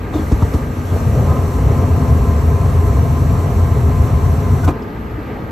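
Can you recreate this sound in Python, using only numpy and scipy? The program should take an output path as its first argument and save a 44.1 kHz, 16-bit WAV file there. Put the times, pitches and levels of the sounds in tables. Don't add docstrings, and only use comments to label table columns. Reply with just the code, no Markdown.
import sys
import numpy as np
from scipy import signal
from scipy.fft import rfft, irfft, next_fast_len
from scipy.io import wavfile
from scipy.ndimage import uniform_filter1d, map_coordinates

SR = 44100
rng = np.random.default_rng(int(sys.argv[2]) if len(sys.argv) > 2 else 0)


def generate_wav(sig):
    pcm = np.round(np.clip(np.atleast_2d(sig).T, -1, 1) * 32767).astype(np.int16)
    wavfile.write(sys.argv[1], SR, pcm)


N = 242991

# time_s, rumble_db, roar_db
FLAME_LEVELS = [(.1, -33, -26.5), (.2, -31, -22), (.3, -22, -24), (.4, -24, -23), (.55, -29, -22),
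                (.8, -21.5, -26.5), (1.02, -15.5, -21.5), (1.13, -17, -23), (1.2, -12.5, -18),
                (1.29, -13.5, -20), (1.38, -10, -21.5), (1.49, -18, -24.5), (1.68, -12, -18.5),
                (2.26, -12, -22), (3.3, -12.5, -23), (3.46, -15.5, -21), (3.55, -11.5, -23),
                (4.69, -13.5, -22.5), (4.73, -26, -26.5), (4.86, -39, -27.5)]
# freq_hz, relative_db
RUMBLE_SPECTRUM = [(15, -65), (25, -80), (35, -66), (51, -7.5), (80, 2), (95, -3.5), (149, -7), (200, -27),
                   (260, -15), (440, -120)]
ROAR_SPECTRUM = [(100, -2.5), (170, -6), (250, -2.5), (317, -21), (413, -5.5), (600, -15), (1060, -19.5),
                 (1230, -22.5), (1420, -33), (3000, -39.5), (3900, -62), (6600, -120)]
# pitch_hz, width_hz, relative_db
CABINET_BOOM = [(87.04, 8.6, -4.5)]
TUBE_MODES = [(241, 40, -37), (414, 45, -35), (686, 49, -37), (937, 13, -48), (1040, 40, -45),
              (1085, 94, -42.5), (1316, 20, -48)]
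# centre_s, half_length_s, pitch_hz, width_hz, level_db
SETTLING_SURGES = [(1.346, 0.053, 1252, 20, -34.5), (1.35, 0.05, 1033, 32, -31),
                   (0.956, 0.043, 420, 430, -28.5), (1.185, .05, 504, 300, -24), (1.31, .1, 400, 350, -25),
                   (1.22, .17, 120, 41, -16)]
# freq_hz, gain_db
FLAME_SIDE_GAIN = [(60, -35), (110, -23.5), (200, -15), (380, -18.5), (700, -8), (1290, -3), (2380, -20),
                   (4400, -16), (8120, -43), (15000, -14)]
SONG_OVER_RUMBLE_DB, FLICKER_PER_S = 13.5, 12


def flames():
    t = np.arange(N) / SR
    rumble_db, roar_db = curves(FLAME_LEVELS)
    song_db = SONG_OVER_RUMBLE_DB + uniform_filter1d(rumble_db, size=SR // 6, origin=SR // 16)
    flicker = wobble(FLICKER_PER_S)

    def turbulence():
        rumble = steady_supply(rush(RUMBLE_SPECTRUM, patchy_db=-0.2) + resonances(CABINET_BOOM))
        roar = steady_supply(rush(ROAR_SPECTRUM, patchy_db=0.9))
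        song = sum(amp(db) * steady_supply(resonances([(hz, width, -10)]))
                   for hz, width, db in TUBE_MODES)
        return (amp(rumble_db + 0.63 * flicker) * rumble + amp(roar_db + 0.66 * flicker) * roar
                + amp(song_db) * song)

    surges = sum(bell(t, s, half_s) * resonances([mode]) for s, half_s, *mode in SETTLING_SURGES)
    mid = turbulence() + surges
    side = filtered(turbulence(), lambda hz: amp(along(FLAME_SIDE_GAIN, hz)))
    return sum_and_difference(mid, side)


def steady_supply(x):
    slow_power = np.abs(uniform_filter1d(x ** 2, size=SR // 5))
    return unit(x / np.sqrt(slow_power + .1))


# start_s, whump_db, pitch_fall_hz, final_pitch_hz, puff_db, fizz_db, box_db
IGNITIONS = [(0.139, -13.5, 302, 71.5, -26.5, -48, -20), (0.212, -16, 300, 68.6, -37, -51, -13),
             (0.3175, -4, 512, 54, -26.5, -33, -7.5), (0.4203, -5, 325, 78, -24, -36, -18.5),
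             (0.539, -5.5, 477, 61, -27, -35, -11.5), (0.92, -10.5, 290, 79, -35, -50, -34)]
GLIDE_S, WHUMP_S, PUFF_LEAD_S, RING_DELAY_S = 0.0043, 0.028, 0.0089, 0.0038


def ignitions():
    out, t = np.zeros(N + SR), np.arange(SR // 5) / SR
    puff_band = signal.butter(4, [400, 1250], 'bandpass', fs=SR)
    fizz_band = signal.butter(3, 7500, fs=SR)
    swell = 2 * (t / WHUMP_S) ** 0.65 * np.exp(-(t / WHUMP_S) ** 3)
    ring = box_ring(np.maximum(t - RING_DELAY_S, 0))
    for s, whump_db, fall_hz, final_hz, puff_db, fizz_db, box_db in IGNITIONS:
        hz = final_hz + fall_hz * np.exp(-t / GLIDE_S)
        whump = swell * np.sin(2 * np.pi * np.cumsum(hz) / SR)
        air = rng.standard_normal(len(t))
        puff = amp(puff_db) * unit(signal.lfilter(*puff_band, air))
        fizz = amp(fizz_db) * signal.lfilter(*fizz_band, air)
        add_at(out, s - PUFF_LEAD_S, (puff + fizz) * bell(t, centre_s=0.014, half_s=0.01))
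        add_at(out, s, amp(whump_db) * whump + amp(box_db) * ring)
    return out[:N]


# start_s, blow_db, thud_db, tick_db
VALVE_CONTACTS = [(.134, -11, -20, -52), (.142, -4, -9, -50), (.155, -3, -9, -50), (.19, -5, -12, -52),
                  (4.641, -7, -32, -44), (4.675, 7, -14, -34), (4.682, 7.5, -10, -34),
                  (4.703, -3, -22, -37), (4.818, -14, -22, -43)]
# start_s, pitch_hz, level_db, t60_s, width_hz
RATTLE_PINGS = [(.137, 3600, -34, .14, 40), (.161, 3550, -37, .1, 400), (.176, 3500, -39, .2, 300),
                (4.635, 1470, -23, .12, 10), (4.82, 5100, -42, .07, 200)]
# pitch_hz, width_hz, gain_db
VALVE_MODES = [(146, 49, 6.5), (327, 45, 6.5), (524, 343, -1.5), (660, 262, 2), (1260, 190, -8),
               (2410, 140, -17.5), (3330, 1100, -30)]
BLOW_T60_S, TICK_T60_S = 0.072, 0.03
BUMP_S, BUMP_DB = 5.183, -17.5


def valve():
    blows, direct, t = np.zeros(N + SR), np.zeros(N + SR), np.arange(SR // 10) / SR
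    cushion = 1 - np.exp(-t / 0.0023)
    tick_band = signal.butter(1, [3000, 9000], 'bandpass', fs=SR)
    for s, blow_db, thud_db, tick_db in VALVE_CONTACTS:
        tick_noise = signal.lfilter(*tick_band, rng.standard_normal(len(t)))
        tick = cushion * amp(tick_db - 60 * t / TICK_T60_S) * tick_noise
        add_at(blows, s, cushion * amp(blow_db - 60 * t / BLOW_T60_S) * rng.standard_normal(len(t)))
        add_at(direct, s, tick + amp(thud_db) * box_ring(t))
    add_at(direct, BUMP_S, amp(BUMP_DB) * box_ring(t))
    for s, hz, db, t60, width in RATTLE_PINGS:
        phase_drift = np.cumsum(rng.normal(0, np.sqrt(2 * np.pi * width / SR), len(t)))
        add_at(direct, s, cushion * amp(db - 60 * t / t60) * np.sin(2 * np.pi * hz * t + phase_drift))
    body = lambda hz: sum((-1) ** k * amp(db) * resonator(hz, pitch, width)
                          for k, (pitch, width, db) in enumerate(VALVE_MODES))
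    return filtered(blows[:N], body) + direct[:N]


# pitch_hz, t60_s
BOX_AIR = [(300, .1)]


def box_ring(t):
    attack = 1 - np.exp(-t / .002)
    return attack * sum(amp(-60 * t / t60) * np.sin(2 * np.pi * hz * t) for hz, t60 in BOX_AIR)


# pitch_hz, level_db, left_minus_right_db
BURNER_TONES = [(512, -45, 0), (1024.13, -43, 7), (1027.81, -40.5, 3.5)]
FADE_IN_S, FADE_OUT_S, IN_STEP_S = (1.2, 1.6), (4.7, 4.86), 3.41


def burner_whistles():
    t, tones = np.arange(N) / SR, np.zeros((2, N))
    for hz, db, lean_db in BURNER_TONES:
        gain = np.sqrt(2) * amp(db + 2 * wobble(7)) * pan(lean_db)
        tones += gain * np.sin(2 * np.pi * hz * (t - IN_STEP_S) + .3 * wobble(6))
    return tones * np.interp(t, FADE_IN_S + FADE_OUT_S, [0, 1, 1, 0])


# time_s, level_db
GAS_FLOW = [(.11, -55), (.15, -46), (.56, -45), (.69, -50), (.96, -44), (4.69, -45), (4.708, -48),
            (4.72, -61), (4.8, -63)]
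# freq_hz, relative_db
JET_MID_SPECTRUM = [(1650, -1.5), (2800, -2.5), (3420, -38), (4200, -0.5), (4600, -10), (5100, -18),
                    (5800, 0.5), (6700, -3), (7500, -3.5), (8200, -4), (11000, -5), (12600, -2),
                    (14800, -9), (15150, -48)]
JET_SIDE_SPECTRUM = [(1650, -22), (2800, -4.5), (4660, -18.5), (5860, -4.5), (6900, -22), (8870, -2.5),
                     (10900, -6.5), (12200, -10), (12700, -28), (13000, -52), (13300, -37), (14000, -13),
                     (15500, -9)]
# pitch_hz, width_hz, relative_db
THROAT_MODES = [(3910, 1600, -8.5), (5770, 890, -9.5), (7510, 440, -10.5)]
SPURT_S, SPURT_DB = 4.65, 8


def gas_jets():
    hiss_db, = curves(GAS_FLOW)
    spurt_db = SPURT_DB * bell(np.arange(N) / SR, SPURT_S, half_s=0.0076)
    flow = amp(hiss_db + spurt_db + 0.26 * wobble(12) + 0.3 * wobble(24.33))
    mid = rush(JET_MID_SPECTRUM, patchy_db=1.6) + resonances(THROAT_MODES)
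    return flow * sum_and_difference(mid, rush(JET_SIDE_SPECTRUM, patchy_db=3.0))


# freq_hz, relative_db
AIR_MID_SPECTRUM = [(20, -48), (40, -28), (56, 6), (73, -9.5), (100, 2), (185, -18), (210, -8.5),
                    (320, -18.5), (420, -27), (900, -21.5), (1030, -40), (1220, -24.5), (1400, -26),
                    (2000, -26), (2600, -32.5), (3300, -39), (4200, -43), (5000, -47.5), (15000, -68)]
AIR_SIDE_SPECTRUM = [(15, -55), (25, -26), (221, -11), (282, -7), (322, -9), (379, -11), (509, -18),
                     (971, -9), (1050, -19), (1410, -12.5), (1580, -6), (1800, -24.5), (15500, -57)]
# mid_db, side_db
AIR_LEVELS = [-28.5, -38.5]
# pitch_hz, level_db
MOTOR_TONES = [(56.6, -33), (904.5, -54), (1144.5, -53), (1201, -47), (1264, -49.5), (1920, -57),
               (2067, -63), (2215, -60), (2362.6, -67), (4135, -76), (4282.5, -73), (4430, -76)]
# pitch_hz, width_hz, level_db
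DUCT_MODES = [(307, 67, -35.5), (1594, 54, -50.5), (12600, 610, -59.5)]


def draft_fan():
    t = np.arange(N) / SR
    motor = sum(np.sqrt(2) * amp(db + 1.2 * wobble(4.21))
                * np.sin(2 * np.pi * hz * t + 0.24 * wobble(5.8)) for hz, db in MOTOR_TONES)
    mid_db, side_db = AIR_LEVELS
    mid = amp(mid_db) * rush(AIR_MID_SPECTRUM, patchy_db=1.5) + motor + resonances(DUCT_MODES)
    side = amp(side_db) * rush(AIR_SIDE_SPECTRUM, patchy_db=-0.4) + 0.057 * motor
    return sum_and_difference(mid, side)


def cabinet_echo(x, t60_s=0.028, above_hz=520):
    t = np.arange(SR // 5) / SR
    highs = filtered(x, lambda hz: hz ** 4 / (hz ** 4 + above_hz ** 4))
    tail = rng.standard_normal((2, len(t))) * amp(-60 * t / t60_s)
    return signal.fftconvolve(highs[None], tail / np.linalg.norm(tail[0]), axes=1)[:, :N]


def rush(spectrum, patchy_db):
    bins = signal.stft(rng.standard_normal(N), nperseg=512)[2]
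    patches = uniform_filter1d(uniform_filter1d(rng.standard_normal(bins.shape), 8, 0), 8, 1)
    noise = signal.istft(bins * amp(patchy_db * unit(patches)), nperseg=512)[1][:N]
    return unit(filtered(noise, lambda hz: amp(along(spectrum, hz))))


def resonances(modes):
    return sum(amp(db) * unit(filtered(rng.standard_normal(N), lambda hz: resonator(hz, pitch, width) ** 2))
               for pitch, width, db in modes)


def resonator(hz, pitch, width):
    return 1j * hz * width / (pitch ** 2 - hz ** 2 + 1j * hz * width)


def filtered(x, response):
    size = next_fast_len(N + SR // 2)
    return irfft(rfft(x, size) * response(np.fft.rfftfreq(size, 1 / SR)), size)[..., :N]


def wobble(rate):
    return map_coordinates(rng.standard_normal(int(N * rate / SR) + 4), [np.arange(N) * rate / SR])


def curves(rows):
    times, *columns = np.transpose(rows)
    return [np.interp(np.arange(N) / SR, times, column) for column in columns]


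def along(points, hz):
    freqs, values = np.transpose(points)
    return np.interp(np.log(hz + 1), np.log(freqs + 1), values)


def bell(t, centre_s, half_s):
    return np.exp(-((t - centre_s) / half_s) ** 2)


def add_at(track, start_s, sound):
    track[round(start_s * SR):][:len(sound)] += sound


def amp(db):
    return 10 ** (np.asarray(db) / 20)


def unit(x):
    return x / np.sqrt(np.mean(x ** 2) + 1e-20)


def pan(lean_db):
    return amp(lean_db * np.array([[.5], [-.5]]))


def sum_and_difference(a, b):
    return np.array([a + b, a - b])


def scene():
    knocks = valve()
    running = draft_fan() + gas_jets() + flames() + burner_whistles()
    return running + ignitions() + knocks + amp(-9.0) * cabinet_echo(knocks)


# centre_hz, half_width_hz
TREBLE_GAPS = [(9850, 764), (13000, 900)]
# freq_hz, left_minus_right_db
MIC_BALANCE = [(60, 0.5), (180, 3), (550, -1.5), (1650, -0.5), (4970, 3), (15000, -7)]
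LEAN_BELOW_HZ, LOW_CUT_HZ, TOP_HZ = 8000, 36, 15660


def record(dry):
    centre, width = np.transpose(TREBLE_GAPS)[..., None]
    mid_side = sum_and_difference(*dry) / 2
    notched = filtered(mid_side, lambda hz: 1 - np.exp(-((hz - centre) / width) ** 6))
    left_right = sum_and_difference(*notched)
    leaning = filtered(left_right, lambda hz: pan(along(MIC_BALANCE, hz) * (hz < LEAN_BELOW_HZ)))
    rounded = leaning / (1 + np.abs(leaning / .95) ** 6) ** (1 / 6)
    return filtered(rounded, lambda hz: (hz < TOP_HZ) / np.sqrt(1 + (LOW_CUT_HZ / (hz + 1)) ** 8))


dry = scene()
out = record(dry)
generate_wav(out)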